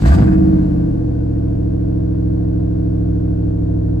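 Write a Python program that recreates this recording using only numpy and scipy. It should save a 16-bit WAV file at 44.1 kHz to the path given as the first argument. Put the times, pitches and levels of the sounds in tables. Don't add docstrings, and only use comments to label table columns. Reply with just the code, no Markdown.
import sys
import numpy as np
from scipy import signal
from scipy.fft import rfft, irfft
from scipy.io import wavfile
from scipy.ndimage import uniform_filter1d, minimum_filter1d

SR = 44100
rng = np.random.default_rng(int(sys.argv[2]) if len(sys.argv) > 2 else 0)


def wrap_up_sound(samples):
    columns = np.atleast_2d(samples).T
    tamed = np.clip(columns, -1, 1)
    steps = np.round(tamed * 32767).astype(np.int16)
    wavfile.write(sys.argv[1], SR, steps)


N = 176400

# time_s, cycles_per_s
ENGINE_SPEED = [(0, 5.5), (.05, 7.3), (.13, 10), (.2, 13), (.28, 16.38), (.36, 16.97), (.52, 16.73),
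                (.7, 15.98), (.85, 15.03), (1, 14.35), (1.25, 13.79), (1.6, 13.507), (2.1, 13.315),
                (3, 13.264), (3.5, 13.06), (4, 12.95)]
# level_db, offset_ms
CYLINDERS = [(0.5, 1.46), (4.5, 0.082), (2.5, -0.3), (1.2, 1.48), (1.03, -0.25), (3, 0.46), (1.26, 0.76),
             (0.58, -0.34)]

# frequency_hz, density_db
HISS_MID = [(350, -31.5), (600, -12.5), (676, -1), (741, -10), (990, -17), (1340, -28), (1510, -24),
            (2040, -36.5), (2210, -30.5), (2390, -37), (2660, -33), (3450, -37), (4400, -33.5),
            (6000, -39.5), (9550, -43), (14000, -59.5)]
# frequency_hz, density_db
HISS_SIDE = [(350, -36), (600, -8.5), (676, -5), (741, -13.5), (1190, -15.5), (1380, -16.5), (1720, -23.5),
             (2270, -35), (3600, -29), (4600, -37.5), (9550, -40), (11300, -49.5), (12300, -72),
             (14000, -45.5)]
# frequency_hz, density_db
RUMBLE_SPECTRUM = [(25, -22), (45, -2), (90, -1.5), (200, -7.5), (330, -4.5), (600, -25.5), (900, -40.5)]
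# frequency_hz, density_db
CONTACT_SPECTRUM = [(620, 6), (2800, -7)]
# pitch_hz, width_hz, level_db, left_over_right_db, left_lead_rad, polarity
BLOCK_MODES = [(665, 39, 2, 4.5, 2.3, 1), (1004, 18, -5, 2.5, 2.4, 1), (1177, 30, -2, 3, 2.4, 1),
               (1509, 64, -0.5, 3, 2.1, 1), (1616, 100, -1.5, -1.5, 2.5, 1), (1834, 20, -8, -4.5, 0.9, 1),
               (2203, 17, -11, -4.5, 1.6, 1), (2550, 50, -10, -0.5, 1.4, 1)]

# frequency_hz, density_db
STARTER_SPECTRUM = [(1180, -29), (2000, -5), (3080, -7), (4780, -5), (5620, -12.5), (7850, -8), (8730, -12),
                    (10000, -29.5), (11600, -18.5), (14000, -23)]
# time_s, level_db
STARTER_LEVEL = [(0, -49.5), (.025, -43), (.048, -44.5), (.06, -35), (.09, -36.5), (.11, -40), (.15, -34.5),
                 (.18, -45), (.28, -49.5), (.4, -61.5), (.8, -78), (1.3, -91.5)]
# pitch_hz, width_hz, level_db, decay_db_per_s
STARTER_RINGS = [(4940, 240, -47.5, 75.5)]
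# frequency_hz, density_db
CLATTER_SPECTRUM = [(260, -29), (450, -7.5), (553, -13.5), (674, 2), (1040, -11.5), (1200, -6.5),
                    (1290, -19), (1470, -8), (2040, -19), (2600, -25.5), (3380, -59), (5720, -120)]
# time_s, level_db
CLATTER_LEVEL = [(0, -30.5), (.022, -43), (.035, -34), (.07, -22), (.14, -23), (.23, -32.5), (.3, -30),
                 (.4, -40.5), (.6, -46.5), (1, -58), (1.6, -68.5)]
# start_s, level_db
CLANKS = [(.031, -26), (0.051, -20), (.08, -25.5), (.118, -18), (.138, -30), (0.186, -31.5), (0.217, -24),
          (.277, -27.5), (0.313, -35.5), (0.341, -33)]

# time_s, gain_db
INTAKE_DRIVE = [(0, -1), (.2, 6.5), (.55, 4), (.75, -3), (1, -17), (1.4, -41)]
# time_s, gain_db
THUMP_DRIVE = [(0, -7), (.022, 5.5), (.045, 14), (.1, 3), (.17, 11), (.23, 12), (.3, -16), (.5, -35.5)]
# time_s, gain_db
EXHAUST_DRIVE = [(0, -1), (.05, 6.5), (.2, 9.5), (.32, 7), (.45, 6), (.7, 2.5), (1, 0.95), (4, 1)]
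# pitch_hz, width_hz, level_db, left_over_right_db, left_lead_rad, polarity
EXHAUST_MODES = [(42.8, 9.1, 10, -3.2, -0.1, -1), (64.5, 8.46, 13.5, -1.8, 0.3246, 1),
                 (83.2, 19.5, 4.5, -0.8, 0.33, -1), (114.1, 28.8, -2.76, -2, 0.37, 1),
                 (171.35, 9.8, .5, -1, 0.36, -1), (195.3, 5.56, -8, -4.5, 1, 1),
                 (268.8, 52, -17, -11.5, 2.25, -1), (287.3, 30.4, -11, 12, 5, 1),
                 (320.1, 11.8, -0.5, -5.5, 1.14, 1), (349.2, 10, -8, -2.5, 3.14, -1),
                 (454.5, 18, -16.5, 6, 3, 1), (477.2, 41, -17.5, -2, 3, 1), (534, 24, -23.5, -5, 3.5, 1),
                 (618, 13, -30, -2.5, -2, 1), (664, 43, -25, 4.5, 1.83, 1), (686, 15, -32.5, 2.5, 4.5, -1)]

PULSE_GAIN_DB = 33


def amp(db):
    return 10 ** (np.asarray(db) / 20)


def curve(rows):
    return np.interp(np.arange(N) / SR, *np.array(rows).T)


def unit(x):
    return x / np.sqrt(np.mean(x ** 2))


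def stereo(mid, side):
    return np.array([mid + side, mid - side])


def filtered(x, response):
    hz = np.maximum(np.arange(N + 1) * SR / (2 * N), 1e-3)
    return irfft(rfft(x, 2 * N) * response(hz))[..., :N]


def resonance(f, hz, width_hz):
    return 1 / (1 + 1j * (f * f - hz * hz) / (f * width_hz))


def resonate(x, hz, width_hz):
    return filtered(x, lambda f: resonance(f, hz, width_hz) ** 2)


def ring(x, modes):
    def response(f):
        total = 0
        for hz, width_hz, db, pan_db, lead_rad, polarity in modes:
            left = amp(pan_db / 2) * np.exp(.5j * lead_rad)
            sides = np.array([[left], [1 / left]])
            total = total + polarity * amp(db) * sides * resonance(f, hz, width_hz)
        return total
    return filtered(x, response)


def noise(spectrum):
    hz, db = np.array(spectrum).T
    def response(f):
        skirts = (np.minimum(f / hz[0], 1) * np.minimum(hz[-1] / f, 1)) ** 4
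        return amp(np.interp(np.log(f), np.log(hz), db)) * skirts
    return unit(filtered(rng.standard_normal(N), response))


def engine_cycles(zero_s):
    cycles = np.cumsum(curve(ENGINE_SPEED)) / SR
    return cycles - np.interp(zero_s, np.arange(N) / SR, cycles)


def firings(scatter_db=0.65, jitter_ms=0.028):
    slots = len(CYLINDERS) * engine_cycles(zero_s=1.9882)
    number = np.arange(np.ceil(slots[0]), slots[-1]).astype(int)
    db, offset_ms = np.array(CYLINDERS)[number % len(CYLINDERS)].T
    level_draw, time_draw = rng.standard_normal((len(number), 2)).T
    fired_s = np.interp(number, slots, np.arange(N) / SR)
    arrival_s = fired_s + (offset_ms + jitter_ms * time_draw) / 1000
    samples = np.clip(arrival_s * SR, 0, N - 1).astype(int)
    return np.bincount(samples, amp(db + scatter_db * level_draw), N)


def knocks(pulses, share, decay_s=0.022):
    jumps = unit(signal.lfilter([1], [1, -np.exp(-1 / (decay_s * SR))], pulses))
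    return unit(1 - share + share * jumps)


def engine_bay(pulses):
    hiss = stereo(amp(-51.5) * noise(HISS_MID), amp(-55) * noise(HISS_SIDE))
    hiss *= knocks(pulses, share=0.16)
    uneven_pulses = pulses * amp(1.5 * rng.standard_normal(N))
    taps = knocks(uneven_pulses, share=0.35) * noise(CONTACT_SPECTRUM)
    ticks = amp(-53) * unit(ring(taps, BLOCK_MODES))
    rumble = amp(-38.5) * noise(RUMBLE_SPECTRUM)
    above_idle = curve(ENGINE_SPEED) - ENGINE_SPEED[-1][1]
    return (hiss + ticks + rumble) * amp(1.93 * above_idle)


def pipe_overtone(pulses):
    cycles = engine_cycles(zero_s=2.035)
    swell = np.cos(np.pi * cycles) ** 4
    push_pull = np.cos(np.pi * cycles * len(CYLINDERS))
    return amp(-41) * unit(resonate(pulses * swell * push_pull, hz=474, width_hz=50))


def starter(tooth_hz=325, release_s=0.13):
    t = np.arange(N) / SR
    teeth = amp(rng.standard_normal(N)[(t * tooth_hz).astype(int)])
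    grind = stereo(noise(STARTER_SPECTRUM), amp(-1.5) * noise(STARTER_SPECTRUM))
    sound = unit(grind * teeth) * amp(curve(STARTER_LEVEL))
    for hz, width_hz, db, decay_db_per_s in STARTER_RINGS:
        ringing = unit(resonate(rng.standard_normal((2, N)), hz, width_hz))
        sound += ringing * (t > release_s) * amp(db - decay_db_per_s * (t - release_s))
    return sound


def valve_clatter(pulses):
    rattle = unit(stereo(noise(CLATTER_SPECTRUM), amp(2) * noise(CLATTER_SPECTRUM)))
    return rattle * knocks(pulses, share=0.66) * amp(curve(CLATTER_LEVEL))


def clanks(decay_s=0.019):
    t = np.arange(N) / SR
    blows = sum(amp(db) * (t > start_s) * np.exp(-np.abs(t - start_s) / decay_s)
                for start_s, db in CLANKS)
    contact = noise(CONTACT_SPECTRUM)
    return ring(contact * blows, BLOCK_MODES) / ring(contact, BLOCK_MODES).std()


def intake_boom(pulses):
    return resonate(pulses * amp(PULSE_GAIN_DB + curve(INTAKE_DRIVE)), hz=194.8, width_hz=22)


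def body_thump(pulses):
    return resonate(pulses * amp(PULSE_GAIN_DB + curve(THUMP_DRIVE)), hz=76, width_hz=88)


def exhaust(pulses, low_cut_hz=54.3, high_cut_hz=485):
    driven = pulses * amp(PULSE_GAIN_DB + curve(EXHAUST_DRIVE))
    rounding = lambda f: 1 / ((1 + 1j * f / high_cut_hz) * (1 + low_cut_hz / (1j * f))) ** 2
    return ring(filtered(driven, rounding), EXHAUST_MODES)


def scene():
    pulses = firings()
    machinery = engine_bay(pulses) + valve_clatter(pulses) + clanks() + starter()
    return machinery + pipe_overtone(pulses) + intake_boom(pulses) + body_thump(pulses) + exhaust(pulses)


def record(dry):
    ceiling, smooth_samples, top_hz = .9, 441, 14400
    gain = ceiling / np.maximum(np.abs(dry).max(axis=0), ceiling)
    held_gain = minimum_filter1d(gain, 2 * smooth_samples)
    limited = dry * uniform_filter1d(held_gain, smooth_samples)
    return signal.sosfilt(signal.ellip(8, .2, 70, top_hz, fs=SR, output="sos"), limited)


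dry = scene()
out = record(dry)
wrap_up_sound(out)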